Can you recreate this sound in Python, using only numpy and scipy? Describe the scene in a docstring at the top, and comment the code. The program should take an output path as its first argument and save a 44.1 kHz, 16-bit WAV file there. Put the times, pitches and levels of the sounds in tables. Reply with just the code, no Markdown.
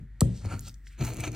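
"""Kitchen: a stone pestle clacks down in a stone mortar, thumps the surface under it and grinds boiled vegetables.
Each of two strokes is grit noise through stone resonances over noise through low modes (rumble).
Wet squishes and crackle are random impulses coloured as pulp; pops are tiny cracks with a short ring.
Clack and thumps ring decaying modes; the close mix adds room and bowl reflections, motor hum and air."""
import sys
import numpy as np
from scipy import signal
from scipy.fft import rfft, irfft, next_fast_len
from scipy.io import wavfile
from scipy.ndimage import uniform_filter1d, map_coordinates

SR = 44100
rng = np.random.default_rng(int(sys.argv[2]) if len(sys.argv) > 2 else 0)


def master(y):
    """Save y as 16-bit WAV."""
    cut = np.clip(np.atleast_2d(y).T, -1, 1)
    pcm = np.round(cut * 32767)  # scale
    wavfile.write(sys.argv[1], SR, pcm.astype(np.int16))


N = 59535

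# colour of wet pulp [f/Hz, level/dB]
PULP = [(600, -18.5), (1500, 6), (3000, 0.5), (4300, 0), (5200, 1), (6500, 0), (8500, 3.5), (10200, -9),
        (12500, -1.5), (15500, -1)]
ROOM_DB = -16.5


def amp(db):
    """dB to linear gain."""
    return 10 ** (np.asarray(db) / 20)


def unit(x):
    """Scale to rms 1."""
    return x / np.sqrt(np.mean(x ** 2) + 1e-20)


def clock():
    """Sample times in s."""
    return np.arange(N) / SR


def grid():
    """Frequencies of the padded spectrum in Hz."""
    return np.fft.rfftfreq(2 * next_fast_len(N), 1 / SR)


def along(points, f_hz):
    """Interpolate [f/Hz, value] points on a log-frequency axis."""
    f_points, values = np.transpose(points)
    return np.interp(np.log(f_hz + 1), np.log(f_points + 1), values)


def level(rows):
    """Gain per sample from [t/s, level/dB] points."""
    return amp(np.interp(clock(), *np.transpose(rows)))


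def wobble(knots_per_s):
    """Random curve, straight between normally distributed knots."""
    return map_coordinates(rng.standard_normal(N), [clock() * knots_per_s], order=1)


def filtered(x, response):
    """Apply a frequency response given on the grid."""
    return irfft(rfft(x, 2 * next_fast_len(N)) * response)[..., :N]


def colour(points):
    """Minimum-phase response through [f/Hz, level/dB] points, by folding the cepstrum."""
    cepstrum = irfft(np.log(amp(along(points, grid()))))
    half = len(cepstrum) // 2
    cepstrum[1:half] *= 2
    cepstrum[half + 1:] = 0
    return np.exp(rfft(cepstrum))


def resonances(rows):
    """Sum of second-order band-pass peaks [f/Hz, width/Hz, level/dB]."""
    f = grid()
    return sum(amp(db) * 1j * f * w / (c * c - f * f + 1j * f * w) for c, w, db in rows)


def decay(start_s, t60_s):
    """Exponential decay, zero before start_s."""
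    age = clock() - start_s
    return (age >= 0) * np.exp(-np.log(1000) * np.abs(age) / t60_s)


def grains(per_s, spread_db):
    """Sparse random-sign impulses of uneven size, rms 1."""
    size = amp(spread_db * np.minimum(rng.exponential(size=N), 4))
    hits = rng.random(N) < per_s / SR
    return unit(hits * size * rng.choice([-1, 1], N))


def rasp(effort, tone, stone):
    """Grit catches and slips between the stones and rings them; the ring shifts as the pestle travels."""
    grit_per_s, grit_spread_db = 5000, 4
    chatter_db, chatter_per_s = 2, 370
    swing_db, swing_per_s = 4.5, 43  # ring swells and fades as the contact point moves
    grit = grains(grit_per_s, grit_spread_db) * amp(chatter_db * wobble(chatter_per_s))
    grit = unit(grit) * level(effort)
    centre_s = np.average(clock(), weights=level(effort) ** 2)
    travel_s = np.clip(clock() - centre_s, -.5, .5)

    body = colour(tone)
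    sound, whole = filtered(grit, body), body
    for f_hz, width_hz, db, growth_db_per_s in stone:
        ring = resonances([(f_hz, width_hz, db)]) * body / np.abs(body)  # keep the body's phase only
        swell_db = growth_db_per_s * travel_s + swing_db * wobble(swing_per_s)
        sound = sound + filtered(grit, ring) * amp(swell_db)
        whole = whole + ring
    return sound / np.sqrt(np.mean(np.abs(whole) ** 2))


def rumble(effort, modes, top_hz):
    """The pestle rides over the pitted bowl and shakes the support."""
    low_pass = 1 / (1 + (grid() / top_hz) ** 4)
    shake = filtered(rng.standard_normal(N), resonances(modes) * low_pass)
    running_rms = np.sqrt(np.abs(uniform_filter1d(shake ** 2, size=1200)) + 1e-12)
    return shake / running_rms * level(effort)


def light_stroke():
    """Light stroke cushioned by pulp: returns its rasp and its rumble."""
    # rasp effort [t/s, level/dB]
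    rasp_effort = [(0, -72), (.06, -85), (.4, -65), (.435, -55), (.45, -49), (.48, -52.5), (.51, -41),
                   (.545, -45), (.59, -61.5), (.63, -71), (.68, -58.5), (.72, -87)]
    # rasp colour [f/Hz, level/dB]
    body_points = [(100, -27), (300, 0), (800, 0.5), (1300, -6.5), (1800, -8), (2700, -8), (3400, -17.5),
                   (5000, -24.5), (7000, -14), (9500, -18), (15000, -50)]
    # mortar and pestle resonances [f/Hz, width/Hz, level/dB, growth/(dB/s)]
    stone_modes = [(920, 26, -5, 0), (1370, 81, 4.5, 14), (2226, 140, -6, -3), (4370, 340, -10, 13),
                   (6800, 150, -8.5, -2)]
    # rumble effort [t/s, level/dB]
    rumble_effort = [(0, -44), (.03, -41), (.08, -54.5), (.2, -57), (.42, -45.5), (.47, -27), (.5, -43),
                     (.54, -30.5), (.62, -44), (.69, -45.5), (.78, -61), (.96, -61), (1.05, -83)]
    # rumble resonances [f/Hz, width/Hz, level/dB]
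    rumble_modes = [(66, 12, -32), (102.1, 8, 8.5), (120.4, 7.3, 2.5), (154, 7.9, -14), (204.6, 8.3, -11.5)]
    return rasp(rasp_effort, body_points, stone_modes), rumble(rumble_effort, rumble_modes, top_hz=352)


def firm_stroke():
    """Firm stroke on bare stone: returns its rasp and its rumble."""
    # rasp effort [t/s, level/dB]
    rasp_effort = [(.95, -100), (.985, -55), (1.012, -43.5), (1.05, -43.5), (1.11, -45), (1.16, -54.5),
                   (1.192, -44), (1.229, -47.5), (1.238, -33.5), (1.252, -36.5), (1.259, -42), (1.276, -39),
                   (1.305, -65.5), (1.35, -43.5)]
    # rasp colour [f/Hz, level/dB]
    body_points = [(100, -6), (300, 0.5), (700, -3.5), (1300, 0.5), (1800, -0.5), (2700, 2), (3400, -7.5),
                   (4400, -3), (5000, -36), (6000, -2), (7200, -21), (9500, -21.5), (12000, -18),
                   (15000, -21)]
    # mortar and pestle resonances [f/Hz, width/Hz, level/dB, growth/(dB/s)]
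    stone_modes = [(667, 88, 10, 5.5), (880, 67, 2.5, -2), (1299, 52, 4.5, 1), (2167, 74, -7.5, 13.5),
                   (2337, 110, 7.5, 27), (2580, 57, -9, 17), (4160, 140, -5.5, -24), (6280, 120, 3, 24),
                   (6590, 200, 0, -8)]
    # rumble effort [t/s, level/dB]
    rumble_effort = [(.96, -78), (.99, -49.5), (1.015, -26), (1.08, -36.5), (1.12, -35), (1.16, -45),
                     (1.2, -32), (1.25, -44), (1.28, -31.5), (1.35, -40.5)]
    # rumble resonances [f/Hz, width/Hz, level/dB]
    rumble_modes = [(66, 8.2, -3.5), (118.5, 8.1, 7), (201, 14, -12.5), (224, 11, -16), (303.4, 6.7, -2.5),
                    (360, 6.1, -12)]
    return rasp(rasp_effort, body_points, stone_modes), rumble(rumble_effort, rumble_modes, top_hz=584)


def clack():
    """Stone meets stone: a few very short modes, and a brief splash of pulp."""
    # stone modes [f/Hz, level/dB, t60/s]
    stone_modes = [(1910, -13.5, 0.018), (4430, 4, 0.0064), (5820, 4.5, 0.0056), (8060, 6, 0.011),
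                   (8520, 3.5, 0.01), (12250, -5, 0.0085), (14300, -4, 0.0051)]
    # splash colour [f/Hz, level/dB]
    splash_points = [(500, -6.5), (1900, -8.5), (3000, -6.5), (4200, -4.5), (5000, -6), (7000, -6.5),
                     (8200, 2.5), (9800, -7), (12400, -6), (15500, -27)]
    land_s, clack_db = .2074, -20.5
    contact_s = 0.00066  # ring 98 % built up
    splash_db, splash_t60_s, splash_room_db = -6.5, 0.038, -10

    age = np.maximum(clock() - land_s, 0)
    stone = sum(amp(db) * np.sin(2 * np.pi * hz * age) * decay(land_s, t60) for hz, db, t60 in stone_modes)
    stone = stone * (1 - np.exp(-(2 * age / contact_s) ** 2))
    noise = unit(filtered(rng.standard_normal(N), colour(splash_points)))
    splash = amp(splash_db) * decay(land_s, splash_t60_s) * noise
    return amp(clack_db) * (stone + in_room(splash, splash_room_db))


def thumps():
    """Blows run through the support as bending waves, highs first, and leave its modes ringing."""
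    # blows into the support [t/s, level/dB, softness corner f/Hz]
    blow_rows = [(0.2069, 2, 1410), (0.4301, -21, 300), (0.4413, -16.5, 1400), (.983, -27.5, 806),
                 (.998, -18, 450), (1.0117, -12, 284), (1.18, -20.5, 600), (1.264, -21.5, 600)]
    # colour of the first push [f/Hz, level/dB]
    push_points = [(30, -37.5), (60, -10.5), (100, 1.5), (140, 4), (200, -5), (290, -19.5), (400, -22),
                   (560, -21), (800, -29.5), (1280, -22), (1550, -62), (4000, -89)]
    # support modes [f/Hz, level/dB, t60/s]
    support_modes = [(62.2, -26, 0.54), (118.5, -13.5, 0.28), (135, -27.5, 0.28), (164.7, -39, 0.1),
                     (191.2, -30, 0.53), (237.8, -34, 0.28), (290, -41, 0.4), (350.6, -36, 0.28),
                     (404, -52.5, 0.56), (537, -31.5, 0.15)]
    push_db, travel_s, spread_s = 35, .004, .015  # spread: extra delay at 100 Hz
    lag_s, rise_s = .016, 0.017  # of the ringing modes
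    room_db, room_top_hz = -4, 594

    f = grid()
    blows = sum(amp(db) * np.exp(-2j * np.pi * f * s) / (1 + (f / hz) ** 4) for s, db, hz in blow_rows)
    bending = np.exp(-2j * np.pi * (f * travel_s + 2 * 10 * spread_s * np.sqrt(f)))
    push = amp(push_db) * irfft(blows * bending * colour(push_points))[:N]
    boom = filtered(push, 1 / (1 + (f / room_top_hz) ** 4))

    age = np.maximum(clock() - lag_s, 0)
    ring = sum(amp(db) * np.sin(2 * np.pi * hz * age) * decay(lag_s, t60) for hz, db, t60 in support_modes)
    ring = ring * (1 - np.exp(-age / rise_s))
    return push - boom + in_room(boom, room_db) + filtered(ring, blows)


def squishes():
    """Wet pulp fizzes as it is pressed out from under the pestle."""
    # pulp squeezed out [peak t/s, level/dB, rise/s, fall/s, centre f/Hz]
    squish_rows = [(.27, -63.5, 0.07, 0.23, 2630), (.375, -55.5, 0.11, 0.15, 5100),
                   (.52, -67, 0.045, 0.14, 6960), (0.679, -47, 0.066, 0.028, 4960),
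                   (.695, -61, .07, 0.032, 13500), (0.877, -57, 0.029, 0.028, 5370),
                   (0.919, -62, 0.083, 0.22, 2260), (.93, -66, 0.08, 0.049, 7500),
                   (1.047, -49, 0.025, 0.1, 8400), (1.201, -46, 0.02, 0.055, 8200),
                   (1.256, -50.5, 0.052, 0.054, 6020), (1.345, -65, 0.03, 0.089, 6500)]
    pulp_per_s, pulp_spread_db = 2500, 2
    swell_db = 19.5  # level change over one rise or fall time
    focus_db = 9.5  # spectrum drop one octave from the centre
    out, t, pulp = np.zeros(N), clock(), colour(PULP)
    for peak_s, db, rise_s, fall_s, centre_hz in squish_rows:
        focus = amp(-focus_db * np.log2((grid() + 1) / centre_hz) ** 2)
        fizz = unit(filtered(grains(pulp_per_s, pulp_spread_db), pulp * focus))
        distance = np.maximum((peak_s - t) / rise_s, (t - peak_s) / fall_s)
        out += fizz * amp(db - swell_db * distance)
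    return out


def pops():
    """Skins, seeds and bubbles pop: each a tiny crack with a few cycles of ring."""
    # pops [t/s, level/dB, pitch f/Hz, t60/s]
    pop_rows = [(0.458, -34.5, 6000, 0.0085), (0.5937, -24.5, 7020, 0.0053), (0.608, -30, 11300, 0.0039),
                (0.684, -32.5, 7900, 0.011), (0.6949, -33, 4800, 0.0044), (.712, -48, 7600, 0.0029),
                (0.7421, -43, 6000, 0.017), (0.8694, -39, 2154, 0.017), (0.993, -44.5, 6770, 0.0065),
                (1.0093, -34, 4330, 0.022), (1.0491, -28, 7160, 0.03), (1.136, -33, 7450, 0.012),
                (1.144, -29, 8400, 0.006), (1.1694, -27.5, 7340, .005), (1.2049, -24, 8020, 0.0068),
                (1.318, -34, 6520, 0.01), (1.3295, -36, 5750, 0.0077), (1.347, -33, 4150, 0.0046)]
    ring_over_crack, width_over_pitch = 0.85, 0.58
    out, t = np.zeros(N), clock()
    for s, db, hz, t60 in pop_rows:
        crack_band = resonances([(hz, width_over_pitch * hz, 0)])
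        crack = unit(filtered(rng.standard_normal(N), crack_band))
        ring = ring_over_crack * np.sin(2 * np.pi * hz * (t - s))
        pop = decay(s, t60) * (crack + ring)
        out += .5 * amp(db) * filtered(pop, resonances([(hz, hz, 0)]))
    return out


def crackle():
    """Sparse ticks of tearing wet skins between the louder pops."""
    # crackle [t/s, level/dB]
    crackle_rows = [(0, -76), (.2, -113), (.44, -83), (.62, -60.5), (.7, -66), (.77, -76), (.97, -79),
                    (1.05, -46.5), (1.14, -53.5), (1.21, -73), (1.3, -80), (1.35, -58)]
    per_s, spread_db = 450, 1
    treble_tilt = grid() / (grid() + 5000)
    ticks = filtered(grains(per_s, spread_db), colour(PULP) * treble_tilt)
    return unit(ticks) * level(crackle_rows)


def in_bowl(x):
    """Quick reflections off the mortar's wall, different at each port."""
    bowl_db, bowl_t60_s, lower_edge_hz = -11, 0.074, 4000
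    wall = rng.standard_normal((2, N)) * decay(0, bowl_t60_s)
    echo = signal.fftconvolve(x[None], wall / np.linalg.norm(wall[0]), axes=1)[:, :N]
    return amp(bowl_db) * filtered(echo, grid() / (grid() + lower_edge_hz))


def in_room(x, wet_db):
    """Direct sound plus the kitchen's answer at both ports: noise decaying at a rate set by frequency."""
    # kitchen decay [f/Hz, t60/s]
    decay_points = [(100, 0.19), (500, 0.43), (1000, 0.45), (2000, 0.37), (5000, 0.23), (8000, 0.32),
                    (15000, 0.1)]
    alike_hz = 420  # below this the ports get the same reverberation
    hz, t, noise = signal.stft(rng.standard_normal((2, SR // 2)), SR, nperseg=256)
    t60_s = along(decay_points, hz)[:, None]
    tail = signal.istft(noise * np.exp(-np.log(1000) * t / t60_s), SR, nperseg=256)[1]
    left, other = signal.fftconvolve(x[None], tail / np.linalg.norm(tail[0]), axes=1)[:, :N]
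    alike = 1 / (1 + (grid() / alike_hz) ** 4)
    right = filtered(left, alike) + filtered(other, np.sqrt(1 - alike ** 2))
    return x + amp(wet_db) * np.array([left, right])


def background():
    """A motor's hum as steady sines, and the still air of the kitchen as coloured noise."""
    # hum partials [f/Hz, rms level/dB]
    hum_rows = [(48.4, -46.5), (96.9, -77), (247.6, -81)]
    # air colour [f/Hz, level/dB]
    air_points = [(20, -51.5), (55, 19), (150, -12.5), (300, -22), (600, -30.5), (1100, -26.5), (1900, -11),
                  (2800, -32), (3500, -28.5), (5000, -36), (15000, -41)]
    air_db = -59
    hum = np.zeros(N)
    for hz, db in hum_rows:
        hum += np.sqrt(2) * amp(db) * np.sin(2 * np.pi * (hz * clock() + rng.random()))
    air = unit(filtered(rng.standard_normal(N), colour(air_points)))
    return hum + in_room(amp(air_db) * air, ROOM_DB)


def scene():
    """Sum all sources; the grinding also gets room and bowl reflections."""
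    light_scrape, light_shake = light_stroke()
    firm_scrape, firm_shake = firm_stroke()
    shake = light_shake + firm_shake
    grind = light_scrape + firm_scrape + squishes() + pops() + crackle()
    return clack() + thumps() + shake + in_room(grind, ROOM_DB) + in_bowl(grind) + background()


def record(dry):
    """Two ports that differ a little in level and phase, band-limited at both ends."""
    # port balance [f/Hz, left minus right/dB]
    balance_points = [(30, 1.5), (60, 1.5), (130, 1.4), (330, 5), (700, 1.5), (1300, -1.3), (3000, 1.1),
                      (12000, -0.5)]
    # port phase [f/Hz, left lead/rad]
    lead_points = [(100, 0), (1000, -0.86), (2300, 0.3), (4300, -0.55), (5300, -0.97), (6500, -1.47),
                   (13000, -1.54)]
    low_cut_hz, top_hz = 15, 16000
    f, side = grid(), np.array([[.5], [-.5]])
    ports = amp(side * along(balance_points, f)) * np.exp(1j * side * along(lead_points, f))
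    low_cut = 1 - 1 / (1 + (f / low_cut_hz) ** 6)
    return filtered(dry, ports * low_cut / (1 + (f / top_hz) ** 80))


dry = scene()
out = record(dry)
master(out)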